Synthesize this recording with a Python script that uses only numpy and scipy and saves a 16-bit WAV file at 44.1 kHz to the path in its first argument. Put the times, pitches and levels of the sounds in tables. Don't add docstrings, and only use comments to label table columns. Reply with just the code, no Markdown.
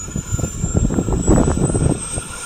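import sys
import numpy as np
from scipy import signal
from scipy.fft import rfft, irfft
from scipy.io import wavfile
from scipy.ndimage import uniform_filter1d

SR = 44100
rng = np.random.default_rng(int(sys.argv[2]) if len(sys.argv) > 2 else 0)


def put_to_file(sound):
    columns = np.atleast_2d(sound).T
    safe = np.clip(columns, -1, 1)
    whole_steps = np.round(safe * 32767)
    wavfile.write(sys.argv[1], SR, whole_steps.astype(np.int16))


N = 108045
T = np.arange(N) / SR
HZ = np.fft.rfftfreq(N, 1 / SR)

# time_s, level_db
WHINE_LEVELS = [(0, -29.5), (.045, -29.5), (.085, -52), (.115, -31.5), (.145, -44), (.19, -31.5),
                (.24, -41), (.3, -33), (.405, -27.5), (.423, -43), (.44, -30.5), (.56, -33.5), (.58, -36),
                (.61, -32.5), (.71, -29), (.76, -36), (.8, -31.5), (.9, -41), (.92, -38), (1.05, -40.5),
                (1.1, -37), (1.16, -43.5), (1.24, -29.5), (1.29, -23.5), (1.335, -38), (1.355, -26),
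                (1.41, -31.5), (1.425, -52), (1.445, -32), (1.61, -37.5), (1.67, -25), (1.72, -32),
                (1.775, -27), (1.815, -40), (1.85, -26.5), (1.885, -48), (1.915, -30), (1.97, -38),
                (2.035, -25.5), (2.1, -30), (2.145, -24.5), (2.19, -32.5), (2.28, -37), (2.45, -33)]
# pitch_multiple, width_hz
WHINE_OVERTONES = [(1.5, 75), (2, 70)]
# time_s, lower_db, upper_db
OVERTONE_SWELLS = [(0, -67, -67), (.42, -58, -48), (.65, -64, -61), (.9, -67, -66), (1.1, -64.5, -58),
                   (1.4, -59, -79), (1.8, -66, -95), (2.45, -60, -90)]
# time_s, roar_db, hiss_db
ENGINE_SWELLS = [(0, -50, -53), (.12, -47.5, -54.5), (.36, -46, -49), (.54, -48, -48), (.7, -50, -53.5),
                 (1.12, -49, -54.5), (1.31, -46.5, -48), (1.53, -45, -47), (1.63, -48, -50),
                 (1.98, -44, -49), (2.11, -40, -41.5), (2.25, -42, -48.5), (2.34, -40.5, -44),
                 (2.42, -40, -40.5), (2.45, -39, -43)]
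# frequency_hz, relative_db
ROAR_SPECTRUM = [(20, 15.5), (100, -7), (250, -8), (350, -0.5), (470, 11), (600, 1), (800, -0.5), (1020, 8),
                 (1250, 3.5), (1520, -6), (1720, 5.5), (1900, -8.5), (2080, -8.5), (2300, 3.5), (3100, 2),
                 (3700, 0.5), (4080, -3), (4400, -15), (5500, -33), (16000, -60)]
# frequency_hz, relative_db
HISS_SPECTRUM = [(20, -48), (3800, -8), (4550, -16.5), (5100, 0.5), (6200, 1.5), (7400, 0.5), (8600, -4.5),
                 (9450, -3.5), (10000, -27.5), (15800, -69)]
# time_s, lower_db, upper_db
WHISTLE_SWELLS = [(.06, -44.5, -50), (.15, -58, -50), (.29, -50, -44), (.44, -55, -40), (.57, -54.5, -56),
                  (.76, -41, -54), (.86, -53, -51), (.98, -39.5, -48), (1.12, -46, -60), (1.27, -54, -42),
                  (1.62, -62, -45.5), (1.69, -45, -42), (1.96, -56, -45), (2.07, -36, -55),
                  (2.17, -58, -38.5), (2.225, -34, -55), (2.285, -47, -54), (2.33, -59, -35),
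                  (2.385, -55, -44), (2.44, -45, -35)]
# time_s, level_db
SIZZLE_LEVELS = [(0, -65), (.5, -56), (.7, -70), (1.9, -82), (2.02, -60), (2.2, -58), (2.45, -55)]
# frequency_hz, relative_db
SIZZLE_SPECTRUM = [(20, -60), (9000, -11), (10300, -5), (11300, 13), (12300, 0), (13600, 14), (14400, 4),
                   (15800, -5)]
# time_s, force_db
GUST_FORCE = [(0.0, -39), (0.07, -41), (0.09, -31.5), (0.13, -41), (0.17, -28), (0.2, -30.5), (0.22, -46),
              (0.33, -37), (0.37, -40.5), (0.395, -15.5), (0.42, -42), (0.44, -19.5), (0.51, -42),
              (0.63, -30.5), (0.65, -24.5), (0.73, -36), (0.77, -19.5), (0.81, -26.5), (0.85, -21.5),
              (0.88, -33.5), (0.91, -19.5), (0.94, -16), (0.96, -27.5), (0.99, -14.5), (1.05, -34),
              (1.09, -23.5), (1.11, -22), (1.14, -15.5), (1.17, -20.5), (1.21, -23), (1.23, -29),
              (1.31, -9.5), (1.35, -18), (1.385, -7.5), (1.45, -25), (1.47, -14.5), (1.51, -13),
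              (1.55, -31), (1.61, -21.5), (1.64, -17), (1.66, -16.5), (1.67, -32), (1.7, -15), (1.72, -30),
              (1.755, -15.5), (1.79, -27.5), (1.83, -13), (1.88, -21), (1.915, -15.5), (1.94, -30.5),
              (1.95, -23.5), (2.0, -36), (2.12, -41.5), (2.18, -23.5), (2.22, -39), (2.45, -51.5)]
# low_hz, high_hz, level_db, db_per_force_db, lumpiness_db
EDDY_BANDS = [(83.3, 207, -20, 0.76, 2.5), (212, 404, -22, 1.0, 6), (434, 730, -32.5, 1.3, 7),
              (840, 1390, -44.5, 1.16, 0.5)]
# centre_s, peak_db, width_s
WIND_POPS = [(0.161, -11.5, 0.0016), (.191, -11, 0.0021), (0.345, -10, 0.00208), (.392, -17, 0.0006),
             (.398, -16, .0005), (.437, -14, 0.0032), (.642, -6, 0.002), (0.752, -9, 0.0014),
             (.771, -5, 0.00063), (0.775, -1, 0.002), (.833, -12, 0.0016), (.851, -6.5, 0.0013),
             (0.925, -7.5, 0.00099), (0.942, -13, 0.00021), (.986, -1.5, .001), (.996, -19, 0.00067),
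             (1.087, -8.5, 0.00082), (1.127, -11.5, 0.00038), (1.143, -20, 0.0021), (1.211, -8, 0.0014),
             (1.294, -4.5, 0.0029), (1.311, -5.5, .0007), (1.317, 0, 0.00061), (1.327, -1, 0.00096),
             (1.337, -2, 0.00105), (1.354, -6.5, 0.0012), (1.362, -8, 0.00021), (1.373, -7.5, 0.00047),
             (1.381, -2, 0.00053), (1.385, -10.5, 0.0002), (1.414, -6, 0.0016), (1.435, -5.5, 0.00028),
             (1.48, -7, 0.00079), (1.503, -4.5, 0.00061), (1.516, -8, 0.00024), (1.576, -6, 0.0011),
             (1.64, -4.5, 0.0011), (1.747, -7.5, 0.0009), (1.759, -10.5, 0.00054), (1.864, -5.5, 0.0024),
             (1.895, -9.5, 0.00047), (1.923, -4, 0.00086), (1.952, -16, 0.00065), (2.182, -13.5, 0.00053)]
# time_s, relative_db
RUMBLE_SWELLS = [(0.0, -35.5), (0.09, -32), (0.13, -41), (0.18, -29), (0.27, -38), (0.34, -23.5),
                 (0.37, -38), (0.44, -30), (0.5, -35.5), (0.66, -23), (0.73, -28), (0.78, -18.5),
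                 (0.91, -29), (1.21, -20.5), (1.24, -33), (1.31, -18), (1.64, -27), (1.75, -23.5),
                 (1.84, -24), (2.03, -40), (2.13, -35.5), (2.17, -24), (2.26, -51), (2.31, -34),
                 (2.45, -51)]
# frequency_hz, relative_db
RUMBLE_SPECTRUM = [(8, -39), (22, -2.5), (45, 5), (82, 2), (120, -2.5), (180, -26), (1000, -100)]


def compressor_whine():
    start_hz, climb_hz_per_s, climb_hz_per_s2, waver_hz = 6877.5, 652.2, 40.1, 7.95
    pitch_hz = start_hz + climb_hz_per_s * T + climb_hz_per_s2 * T ** 2 + waver_hz * drift(hz=4.3)
    turns = np.cumsum(pitch_hz) / SR
    whine_db = curve(WHINE_LEVELS)
    tone = amp(whine_db) * fluttering(turns)
    rush_db = -44 + 0.2 * (whine_db + 35.5) + 1.2 * T
    rush = amp(rush_db) * fuzzy(turns - 55 * T, width_hz=460)
    overtones = sum(amp(curve(OVERTONE_SWELLS, column)) * fuzzy(multiple * turns, width_hz)
                    for column, (multiple, width_hz) in enumerate(WHINE_OVERTONES, 1))
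    falling = amp(-55 - 2.5 * T) * fluttering(16000 * T - turns)
    return tone + rush + overtones * amp(2.9 * drift(hz=14)) + falling


def exhaust_and_intake():
    roar = amp(4 + curve(ENGINE_SWELLS)) * patchy(coloured(ROAR_SPECTRUM), depth_db=2.5, size=5)
    hiss = amp(5 + curve(ENGINE_SWELLS, column=2)) * patchy(coloured(HISS_SPECTRUM), depth_db=2, size=6)
    return (roar + hiss) * amp(0.84 * drift(hz=14.5))


def engine_whistle():
    wander_hz = 14.9 * drift(hz=7.4)
    whistle = np.zeros(N)
    for column, pitch_hz in enumerate((1346, 1400), 1):
        turns = np.cumsum(pitch_hz + wander_hz) / SR
        whistle += amp(curve(WHISTLE_SWELLS, column)) * fluttering(turns, share=1.07, rate_hz=49.4)
    return whistle


def engine_sizzle():
    return amp(curve(SIZZLE_LEVELS) + 2.7 * drift(hz=14)) * coloured(SIZZLE_SPECTRUM)


def wind_buffets():
    force_db = curve(GUST_FORCE) + 17
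    lumps = np.clip(drift(hz=75), -2, 1)
    buffets = np.zeros(N)
    for low_hz, high_hz, level_db, slope, lumpiness_db in EDDY_BANDS:
        band = noise(below(high_hz) * (1 - below(low_hz)))
        buffets += amp(level_db + slope * force_db) * unit(band * amp(lumpiness_db * lumps))
    return buffets


def wind_pops():
    pops = np.zeros(N)
    for centre_s, peak_db, width_s in WIND_POPS:
        offset = (T - centre_s) / width_s
        pops += amp(peak_db) * (1 - offset ** 2) * np.exp(-offset ** 2 / 2)
    return pops


def wind_rumble():
    return amp(1.5 + curve(RUMBLE_SWELLS)) * coloured(RUMBLE_SPECTRUM)


def microphone_overload(wind, ceiling=0.57, cutoff_hz=2260):
    squashed = wind / (1 + (wind / ceiling) ** 6) ** (1 / 6)
    return irfft(rfft(squashed) * below(cutoff_hz), N)


def fluttering(turns, share=0.27, rate_hz=45):
    shape = 1 / np.sqrt(1 + (HZ / rate_hz) ** 4)
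    air_path = unit(1 + share * (noise(shape) + 1j * noise(shape)))
    return np.sqrt(2) * (air_path * np.exp(2j * np.pi * turns)).real


def patchy(x, depth_db, size):
    spectrum = signal.stft(x, nperseg=1024)[2]
    patches = uniform_filter1d(rng.standard_normal(spectrum.shape), size, axis=0)
    patches = uniform_filter1d(patches, size, axis=1)
    return unit(signal.istft(spectrum * amp(depth_db * unit(patches)))[1][:N])


def fuzzy(turns, width_hz):
    shape = below(width_hz * 2) / np.sqrt(1 + (2 * HZ / width_hz) ** 2)
    return noise(shape) * np.cos(2 * np.pi * turns) + noise(shape) * np.sin(2 * np.pi * turns)


def coloured(points):
    hz, db = np.transpose(points)
    return noise(amp(np.interp(np.log(HZ + 1), np.log(hz + 1), db)))


def drift(hz):
    return noise(below(hz))


def noise(gain):
    return unit(irfft(rfft(rng.standard_normal(N)) * gain, N))


def below(hz):
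    return 1 / np.sqrt(1 + (HZ / hz) ** 8)


def curve(table, column=1):
    rows = np.array(table)
    return np.interp(T, rows[:, 0], rows[:, column])


def amp(db):
    return 10 ** (np.asarray(db) / 20)


def unit(x):
    return x / np.sqrt(np.mean(abs(x) ** 2) + 1e-20)


def scene():
    helicopter = compressor_whine() + exhaust_and_intake() + engine_whistle() + engine_sizzle()
    wind = microphone_overload(wind_buffets() + wind_pops() + wind_rumble())
    return (helicopter + wind)[None]


def record(dry, edge_hz=15900):
    lowpass = signal.firwin(511, edge_hz, window=("kaiser", 9), fs=SR)
    return signal.oaconvolve(dry, lowpass[None], "same")


dry = scene()
out = record(dry)
put_to_file(out)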